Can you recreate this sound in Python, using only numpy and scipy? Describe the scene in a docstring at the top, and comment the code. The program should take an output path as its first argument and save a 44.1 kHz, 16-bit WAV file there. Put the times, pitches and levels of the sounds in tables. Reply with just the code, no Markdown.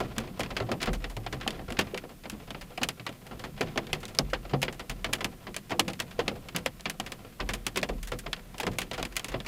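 """Large raindrops strike the windshield and roof of a parked car, heard by a small microphone in the cabin.
Blows fall throughout, most thickly in the last second; the hardest come near 1.8 s and 5.8 s.
Each drop is a short tick and a cabin echo that dies faster in the treble; some thump or boom the panels.
Throughout, small drops patter (strongest at the start, weakest near 2.1 s), built from a few dull impacts.
Under them, shaped noise makes the muffled wash of rain outside and the microphone's hiss."""
import sys
import numpy as np
from scipy import signal
from scipy.fft import rfft, irfft
from scipy.io import wavfile

SR = 44100
rng = np.random.default_rng(int(sys.argv[2]) if len(sys.argv) > 2 else 0)


def to_linear_factor(level_db):
    """Convert decibel levels (scalar or array-like) to linear amplitude factors."""
    exponent = np.asarray(level_db, float) / 20
    return 10 ** exponent


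def inscribe(sig):
    """Save sig as 16-bit PCM at rate SR to the path in sys.argv[1].

    A 1-D sig is mono; a 2-D sig holds one channel per row.
    Samples are clipped to [-1, 1] before scaling.
    """
    pcm = np.round(np.clip(np.atleast_2d(sig).T, -1, 1) * 32767)
    wavfile.write(sys.argv[1], SR, pcm.astype(np.int16))


N = 417627
IMPACT_SAMPLES = 6144

# large drops: t/s, blow level/dB, then re blow: low body/dB, treble splash/dB, direct tick/dB
LARGE_DROPS = [(.002, -22.5, 0, -13.5, -10), (0.1814, -21, -9, -5.5, -2.5), (0.3939, -25, 2.5, -5, -15),
               (0.405, -19.5, -32, -14, -3), (0.4326, -23.5, -13, -15, -6), (0.4603, -33.5, -4, -22, -3),
               (0.504, -25.5, -5.5, -19, -21), (0.5661, -16.5, -13, -17, -9), (0.601, -22.5, 1, -22, -10.5),
               (.6907, -33, 6.5, -27, -8), (.715, -19, -3.5, -16, -14), (0.802, -25.5, -19, -20, -18),
               (0.8148, -21, -6, -11, -19), (.828, -17.5, -32, -11.5, -6), (0.8566, -22.5, -13, -12, -15),
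               (0.8718, -19.5, -1, -26, -17), (0.9315, -23, -9.5, -6.5, -13),
               (1.0413, -22.5, -9.5, -25, -3), (1.0972, -33.5, -3, -4, -24), (1.1664, -30, -0.5, -10, -3.5),
               (1.2631, -22.5, -10, -24, -8), (1.3258, -22, -5.5, -13.5, -10), (1.365, -44, -1, -27, -9),
               (1.4102, -24, -15, -21, -17), (1.4765, -18, -11.5, -12, 0), (1.5056, -27.5, -17, -11, 1),
               (1.543, -38, -30, -38, -5), (1.591, -34, 2, -39, -10), (1.703, -30, -5, -10, -5),
               (1.7227, -31.5, -4, -7, -0.5), (1.769, -27.5, -22, -27, -6.5), (1.7892, -9.5, -13, -11, -9),
               (1.944, -26, -3.5, -17, -1), (1.9754, -24, -21, -10.5, -5), (2.0372, -37, 6, -26, -10),
               (2.0912, -36.5, -1, -11, -21), (2.236, -33.5, -17, -19, -10), (2.2551, -32, -1.5, -24, -6),
               (2.2976, -27.5, -16, -2.5, -4), (2.505, -26.5, -11, -17.5, 1.5),
               (2.5459, -30.5, -2, -45, -4.5), (2.611, -28.5, -11.5, -9.5, -18),
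               (2.7757, -25, -10, -16, -4.5), (2.815, -19.5, -6.5, -23, -12.5), (2.832, -14.5, -17, -8, -2),
               (2.8874, -18, -15, -8.5, 2), (2.996, -32, -8, -18, -6), (3.0648, -19, -12.5, -18, -7.5),
               (3.0908, -33, -0.5, -14, -4), (3.1254, -42, -18, -12, -6), (3.266, -36.5, -6, -7, -7),
               (3.311, -32, -1.5, -27, -24), (3.394, -31, -10, -10, -10.5), (3.438, -25, -6, -15, -18),
               (3.5763, -31, -10, -22, -19), (3.6089, -16, -5.5, -14.5, -7.5), (3.7585, -36, 9, -19, 0),
               (3.7753, -15.5, -7.5, -18, -5), (3.868, -35, -6, -14, 0.5), (3.9299, -15, -14.5, -11.5, -1),
               (4.0025, -39, -21, -2, -24), (4.03, -30, -8.5, -14, -8), (4.0535, -32, -16, -8.5, 5),
               (4.08, -32, -36, -4.5, -17), (4.1487, -35, -19, -5, 0.5), (4.1872, -14.5, -4.5, -12, 10),
               (4.2993, -37, -19, -5, -13), (4.3333, -15, -12.5, -25, -13), (4.4517, -35, -2.5, -39, -6),
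               (4.4942, -32, -7, -17, -29), (4.5338, -20, 1.5, -38, -11), (4.617, -24, -12, -3.5, -6),
               (4.6285, -14, -12, -11, -2.5), (4.6805, -20, -9.5, -48, -5.5), (4.7256, -33, -7, -3.5, -15),
               (4.794, -23.5, -10.5, -15, -17), (4.8957, -21, -12, -6.5, -10), (5.044, -15, -11.5, -19, -6),
               (5.0883, -37.5, 4, -25, -22), (5.1287, -19.5, -15, -9, -9), (5.1331, -15, -14.5, -5, -2),
               (5.184, -39, 1, -14, -11), (5.2068, -21, -8, -17, -12), (5.244, -17.5, -10, -8, -2.5),
               (5.468, -27, -4, -31, -14), (5.543, -29.5, -18, -10, -5), (5.5642, -23.5, -11.5, -4, -1.5),
               (5.695, -30, -3, -12, -21), (5.7051, -24.5, -3, -14, -12), (5.714, -18.5, -5.5, -25, -16),
               (5.7949, -10.5, -10.5, -5.5, 0), (5.879, -20.5, -7, -9.5, -15), (5.9327, -30, -15, -9, -2),
               (5.992, -29, -8, -12, -9), (6.0006, -17.5, -12.5, -6.5, -2), (6.109, -32.5, -21, -15, -14),
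               (6.1916, -15.5, -7.5, -22, -13), (6.2792, -15, -11.5, -18, -2.5), (6.314, -42, 12, -20, -3),
               (6.3588, -41, 0.5, -9, -11), (6.4856, -29, -18, -13, -5), (6.547, -21, -8, -27, -22),
               (6.562, -17.5, -27, -5, -2.5), (6.6604, -16, -12.5, -12.5, -0.5), (6.795, -38, -7, -15, -10),
               (6.8076, -43.5, -24, -3, 6), (6.8559, -16, -13.5, -27, -5.5), (6.8973, -22.5, -17, -2.5, -6),
               (6.999, -21.5, -8.5, -10, 1), (7.0622, -26, -14, -12, -15), (7.1192, -24.5, -14, -8.5, -4.5),
               (7.2471, -41, 0.5, -26, -3), (7.401, -18.5, -9, -25, -15), (7.4895, -18, -9.5, -12.5, -12),
               (7.5348, -20, -13, -3, -9), (7.6657, -17.5, -13.5, -4.5, -3), (7.7443, -44, -16, -20, -17),
               (7.7581, -18, -8.5, -12, -16), (7.772, -15.5, -18, -9, -4), (7.815, -44, 4, -8, 7),
               (7.8292, -17, -9.5, -15, -3.5), (7.8888, -25, 1, -15, -15), (8.0282, -29.5, -42, -0.5, -15),
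               (8.0721, -29.5, -14, -0.5, -20), (8.1178, -22, -4.5, -14, -11.5),
               (8.1877, -30, -44, 2.5, -12), (8.2628, -25.5, -4.5, -28, -8.5), (8.33, -16.5, -22, -20, 2),
               (8.3641, -36, -10, -19, -1), (8.3925, -41.5, -3, -22, -5), (8.542, -36, -5, -16, -7),
               (8.5812, -31.5, -33, -3.5, -4), (8.5998, -20, -11, -6, -9), (8.6314, -24, -2, -13, -3),
               (8.6664, -18, -2.5, -14.5, -7), (8.7145, -33, -6, -9, -32), (8.785, -16.5, -12.5, -4, -7),
               (8.8157, -21.5, -12.5, -9, -11), (8.9127, -23.5, -8.5, -17, -1),
               (8.9315, -21.5, -16, -13, -27), (8.978, -22, -5, -15, -28), (9.0274, -22.5, -9, -13, 4),
               (9.051, -24.5, -15, -9, -4), (9.1234, -36.5, -12, -9, -7.5), (9.156, -35, -15, -4, -6),
               (9.1657, -16.5, -21, -4, -4.5), (9.1948, -26, -13, -11, 1.5), (9.244, -24, -14, -4.5, -2.5),
               (9.283, -26, -14.5, -7, -14), (9.3168, -28.5, -6.5, -16, -28), (9.341, -22.5, -2.5, -40, -8),
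               (9.402, -29.5, -11, -19, 2.5), (9.4473, -36.5, -9, -12, -12), (9.4615, -23.5, -9, -15, -12)]
# struck panels, small trim to whole roof: t/s, level/dB, f/Hz
PANEL_BLOWS = [(.019, -48, 63.5), (0.177, -25.5, 222), (0.307, -35.5, 188), (0.396, -30, 500),
               (.509, -40, 48.3), (0.605, -29.5, 114), (.688, -28, 657), (.711, -26.5, 235),
               (0.872, -27.5, 40.4), (.881, -29, 157), (1.165, -31, 110.4), (1.264, -28.5, 730),
               (1.308, -40, 59.5), (1.337, -34.5, 133), (1.465, -23, 770), (1.468, -29, 220),
               (1.713, -28.5, 237), (1.787, -28.5, 202), (1.79, -23, 383), (1.936, -25.5, 391),
               (2.329, -31.5, 213), (2.78, -24, 730), (2.812, -29, 245), (2.997, -40.5, 114.7),
               (3.31, -39, 240), (3.33, -43, 49.6), (3.513, -39, 144), (3.607, -21.5, 420),
               (3.766, -36, 268), (3.925, -32.5, 152), (3.931, -28, 364), (4.185, -40, 610),
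               (4.194, -28, 145), (4.216, -32, 44.8), (4.331, -19, 525), (4.333, -18, 1340),
               (4.53, -21.5, 137), (4.533, -23.5, 400), (4.628, -22.5, 530), (4.681, -30, 377),
               (4.891, -36.5, 39.6), (4.891, -37.5, 123.5), (5.038, -41, 112), (5.248, -33.5, 194),
               (5.564, -31, 595), (5.709, -38, 97), (5.79, -32, 218), (5.793, -14, 795), (5.874, -29, 187),
               (6.19, -16, 469), (6.275, -28.5, 209), (6.278, -29, 422), (6.547, -29, 177),
               (6.66, -22, 530), (6.857, -33.5, 171), (6.997, -38, 217), (6.999, -26, 760),
               (7.398, -26.5, 1050), (7.401, -31, 43), (7.401, -37.5, 137.5), (7.485, -44, 103),
               (7.661, -41, 192), (7.77, -26, 370), (7.824, -34, 190), (7.829, -24, 592),
               (7.895, -31, 38.4), (7.9, -37, 218), (8.116, -36, 122), (8.261, -34, 674),
               (8.599, -23.5, 840), (8.646, -41, 35.7), (8.664, -28, 177), (8.69, -34, 113.7),
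               (8.786, -27, 496), (8.986, -38, 44.2), (9.299, -42, 42.6), (9.342, -28, 553),
               (9.346, -37, 123)]
# modes of glass and trim rung by every blow: f/Hz, relative level/dB, t60/s
TRIM_MODES = [(344.2, -14, 0.57), (382.6, -9.5, 0.17), (495.5, -7, 0.21), (658.5, -6.5, 0.11),
              (757, -9, 0.15), (1012, -4, 0.061), (1348, -2, 0.052)]
# cabin echo bands: f/Hz, relative level/dB, nominal t60/s, nominal rise/s (both vary with the tick)
CABIN_BANDS = [(177, -6.5, 0.39, 0.0044), (323, -5.5, 0.17, 0.0025), (607, -3.5, 0.11, 0.0019),
               (854, -6.5, 0.092, 0.002), (1384, -12.5, 0.063, 0.0016), (2230, -8, 0.053, 0.0024),
               (3660, -11, 0.049, 0.0015), (5540, -14.5, 0.054, 0.00022), (8070, -6.5, 0.046, 0.0012),
               (13300, -6, 0.027, 0.00096)]
# strength of the small patter: t/s, level/dB
PATTER_LEVELS = [(0, -39), (.25, -45), (.7, -51.5), (1.15, -52.5), (1.8, -41), (2.1, -60), (2.4, -44.5),
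                 (3.1, -57.5), (3.7, -44), (4.3, -51.5), (5.0, -49.5), (5.6, -55), (6.2, -48.5), (6.8, -53),
                 (7.8, -53.5), (8.5, -54.5), (9.001, -50), (9.47, -51)]
# spectrum of wash and hiss: f/Hz, relative level/dB per Hz
WASH_SPECTRUM = [(15, -51), (25, 16), (45, 13.5), (85, 1), (202, 10), (296, -7.5), (746, -16.5), (902, -43),
                 (979, -14.5), (2670, -16.5), (6040, -21), (15200, -20.5), (16500, -61)]


def evened(x):
    """Scales to rms 1 along time."""
    return x / np.sqrt(np.mean(x ** 2, axis=-1, keepdims=True) + 1e-20)


def add(mix, start_s, sound):
    """Mixes a sound in at a time."""
    part = mix[max(round(start_s * SR), 0):][:len(sound)]
    part += sound[:len(part)]


def drops():
    """Large drops: nearer ones tick higher; each breaks up into a later droplet, stronger after soft drops."""
    mix = np.zeros(N)
    start_s, blow_db, body_db, splash_db, tick_db = np.transpose(LARGE_DROPS)
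    chance = rng.random((len(start_s), 3))
    # dull drops with less splash sit lower: 42 dB per octave, scattered over 0.3 octave
    octaves = 0.3 * (chance[:, :2] - 0.5) + splash_db[:, None] / 42
    dull_hz = 2580 * 2 ** octaves
    near_hz = 2970 * 2 ** (tick_db / 13)  # 13 dB of direct tick per octave
    tick_hz = np.maximum(near_hz, dull_hz[:, 0])
    droplet_db = blow_db + np.minimum(-14.5 - 0.38 * tick_db, 0)
    delay_s = 0.004 + 0.016 * chance[:, 2]
    first = impacts(blow_db, body_db, splash_db, tick_hz, tick_db)
    second = impacts(droplet_db, body_db, splash_db, dull_hz[:, 1], np.minimum(tick_db, -14))
    for at_s, drop, droplet, late_s in zip(start_s, first, second, delay_s):
        add(mix, at_s, drop)
        add(mix, at_s + late_s, droplet)
    return mix


def impacts(blow_db, body_db, splash_db, tick_hz, tick_db):
    """One row per drop: a tick of a few cycles, cabin echoes and ringing trim."""
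    t = np.arange(IMPACT_SAMPLES) / SR
    echo = cabin_echo(t, body_db, splash_db, tick_hz, tick_db)
    echo += trim_ring(t, body_db)
    direct = direct_tick(t, splash_db, tick_hz)
    return to_linear_factor(blow_db)[:, None] * (0.39 * echo + to_linear_factor(tick_db)[:, None] * direct)


def direct_tick(t, splash_db, tick_hz):
    """The blow itself: a sine that peaks after a cycle or two, and a splash snap of a fraction of a ms."""
    late_s = np.maximum(t - 0.0006, 0)
    turns = tick_hz[:, None] * late_s
    swell = turns / 1.2
    tick = swell * np.exp(1 - swell) * np.sin(2 * np.pi * turns)
    snap = 9 * np.diff(np.exp(-((late_s - 0.0003) / 0.00004) ** 2), prepend=0)
    return tick + to_linear_factor(splash_db)[:, None] * snap


def cabin_echo(t, body_db, splash_db, tick_hz, tick_db):
    """Scattered echoes from glass, seats and trim, separate at first, merging as they multiply."""
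    count = len(tick_hz)
    hz = np.fft.rfftfreq(IMPACT_SAMPLES, 1 / SR)
    chance = rng.random((count, IMPACT_SAMPLES, 2))
    density = np.minimum(0.15 + 30 * t, 1)
    signs = np.sign(chance[..., 0] - 0.5)
    echoes = signs * (chance[..., 1] < density) / np.sqrt(density)
    # the drop spatters: ragged clumps of 64 samples, 1 dB scatter
    clumps_db = rng.standard_normal((count, IMPACT_SAMPLES // 64))
    echoes *= to_linear_factor(np.repeat(clumps_db, 64, axis=1))
    spectrum = rfft(echoes)
    centres = np.log(np.transpose(CABIN_BANDS)[0])
    # drops heard only by their echo start softly and linger
    blur = to_linear_factor(-0.6 * np.clip(tick_db + 2, -18, 4))[:, None]
    first_bounces = 1 + 1.1 * np.exp(-t / 0.0043)
    out = np.zeros(echoes.shape)
    for k, (band_hz, db, t60_s, rise_s) in enumerate(CABIN_BANDS):
        share = np.interp(np.log(hz + 1), centres, np.arange(len(CABIN_BANDS)) == k)
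        share = share * np.minimum(hz / 130, 1) ** 2
        low = np.clip(np.log(1500 / band_hz) / np.log(2.2), 0, 1)
        high = np.clip(np.log(band_hz / 4500) / np.log(1.9), 0, 1)
        # the struck spot rings on into the echo
        ring_db = 4.23 * np.exp(-(np.log(band_hz / tick_hz) / 0.59) ** 2)
        gain = to_linear_factor(db + low * body_db + high * splash_db + ring_db)
        rise = 1 - np.exp(-t / (rise_s * blur))
        decay = to_linear_factor(-60 * t / (t60_s * blur ** 0.3))
        band = evened(irfft(spectrum * np.sqrt(share), IMPACT_SAMPLES))
        out += gain[:, None] * rise * decay * first_bounces * band
    return out


def trim_ring(t, body_db):
    """Decaying modes of glass and trim; where the drop lands decides which speak and shifts their pitch."""
    spot = rng.random((len(body_db), len(TRIM_MODES), 2))
    out = np.zeros((len(body_db), len(t)))
    for k, (mode_hz, db, t60_s) in enumerate(TRIM_MODES):
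        shifted_hz = mode_hz * (1 + 0.056 * (spot[:, k, :1] - 0.5))
        swing = np.sin(2 * np.pi * shifted_hz * t) * (1 - np.exp(-mode_hz * t))
        spot_db = 6.5 - 20 * spot[:, k, 1:]
        out += to_linear_factor(db + body_db[:, None] + spot_db - 60 * t / t60_s) * swing
    return out


def panels():
    """A struck panel swings up over a cycle and rings down, beating with a shorter neighbouring mode."""
    mix = np.zeros(N)
    for (start_s, db, hz), phase in zip(PANEL_BLOWS, rng.random((len(PANEL_BLOWS), 1))):
        t60_s = 0.36 * (120 / hz) ** 1.31  # small high panels are damped sooner
        t = np.arange(0, t60_s, 1 / SR)
        main = to_linear_factor(-60 * t / t60_s) * np.sin(2 * np.pi * hz * t)
        other = to_linear_factor(-7 - 110 * t / t60_s) * np.sin(2 * np.pi * (1.42 * hz * t + phase))
        swing_up = 1 - np.exp(-hz * t / 0.37)
        add(mix, start_s, to_linear_factor(db) * swing_up * (main + other))
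    return mix


def patter():
    """Many small and distant drops, dull and soft, each nudging a panel; a few are larger."""
    kind_count, rate_per_s, spread_db = 16, 140, 5.5
    chance = rng.random((5, kind_count))
    t = np.arange(IMPACT_SAMPLES) / SR
    body_db = -4 + 9.7 * (chance[0] - 0.5)
    splash_db = -24 + 7.1 * (chance[1] - 0.5)
    tick_hz = 2000 * 1.18 ** chance[2]
    tick_db = -26 + 10 * chance[3]
    kinds = impacts(np.zeros(kind_count), body_db, splash_db, tick_hz, tick_db)
    panel_hz = 95 * 1.53 ** chance[4][:, None]
    kinds += to_linear_factor(-6 - 60 * t / 0.11) * np.sin(2 * np.pi * panel_hz * t)
    size = to_linear_factor(spread_db * np.minimum(rng.exponential(1, N), 3))
    hits = size * (rng.random(N) < rate_per_s / SR)
    kind = rng.integers(0, kind_count, N)
    mix = np.zeros(N)
    for k in range(kind_count):
        mix += signal.oaconvolve(hits * (kind == k), kinds[k])[:N]
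    at_s, db = np.transpose(PATTER_LEVELS)
    return to_linear_factor(np.interp(np.arange(N) / SR, at_s, db)) * evened(mix)


def wash():
    """Rain outside through the closed body, its bass swelling with the patter, and microphone hiss on top."""
    level_db, bass_hz = -49, 350
    f_hz, db = np.transpose(WASH_SPECTRUM)
    hz = np.fft.rfftfreq(N, 1 / SR)
    shape = to_linear_factor(np.interp(np.log(hz + 1), np.log(f_hz + 1), db))
    noise = rfft(rng.standard_normal(N)) * shape
    bass = irfft(noise / (1 + (hz / bass_hz) ** 2), N)
    at_s, patter_db = np.transpose(PATTER_LEVELS)
    swell = to_linear_factor(0.67 * np.interp(np.arange(N) / SR, at_s, patter_db - patter_db.mean()))
    return to_linear_factor(level_db) * evened(irfft(noise, N) + (swell - 1) * bass)


def scene():
    """All the rain as it reaches the microphone, one channel."""
    return (drops() + panels() + patter() + wash())[None]


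def low_pass(x):
    """Removes everything above the highest recorded frequency."""
    return signal.sosfilt(signal.butter(12, 16990, fs=SR, output="sos"), x)


def record(dry):
    """The small microphone rounds off the hardest peaks and cuts the extreme treble."""
    rounded = 0.8 * np.tanh(dry / 0.8)
    lowpass = signal.firwin(191, 15950, fs=SR)
    finished = signal.oaconvolve(rounded, lowpass[None], "same")
    return low_pass(finished)


dry = scene()
out = record(dry)
inscribe(out)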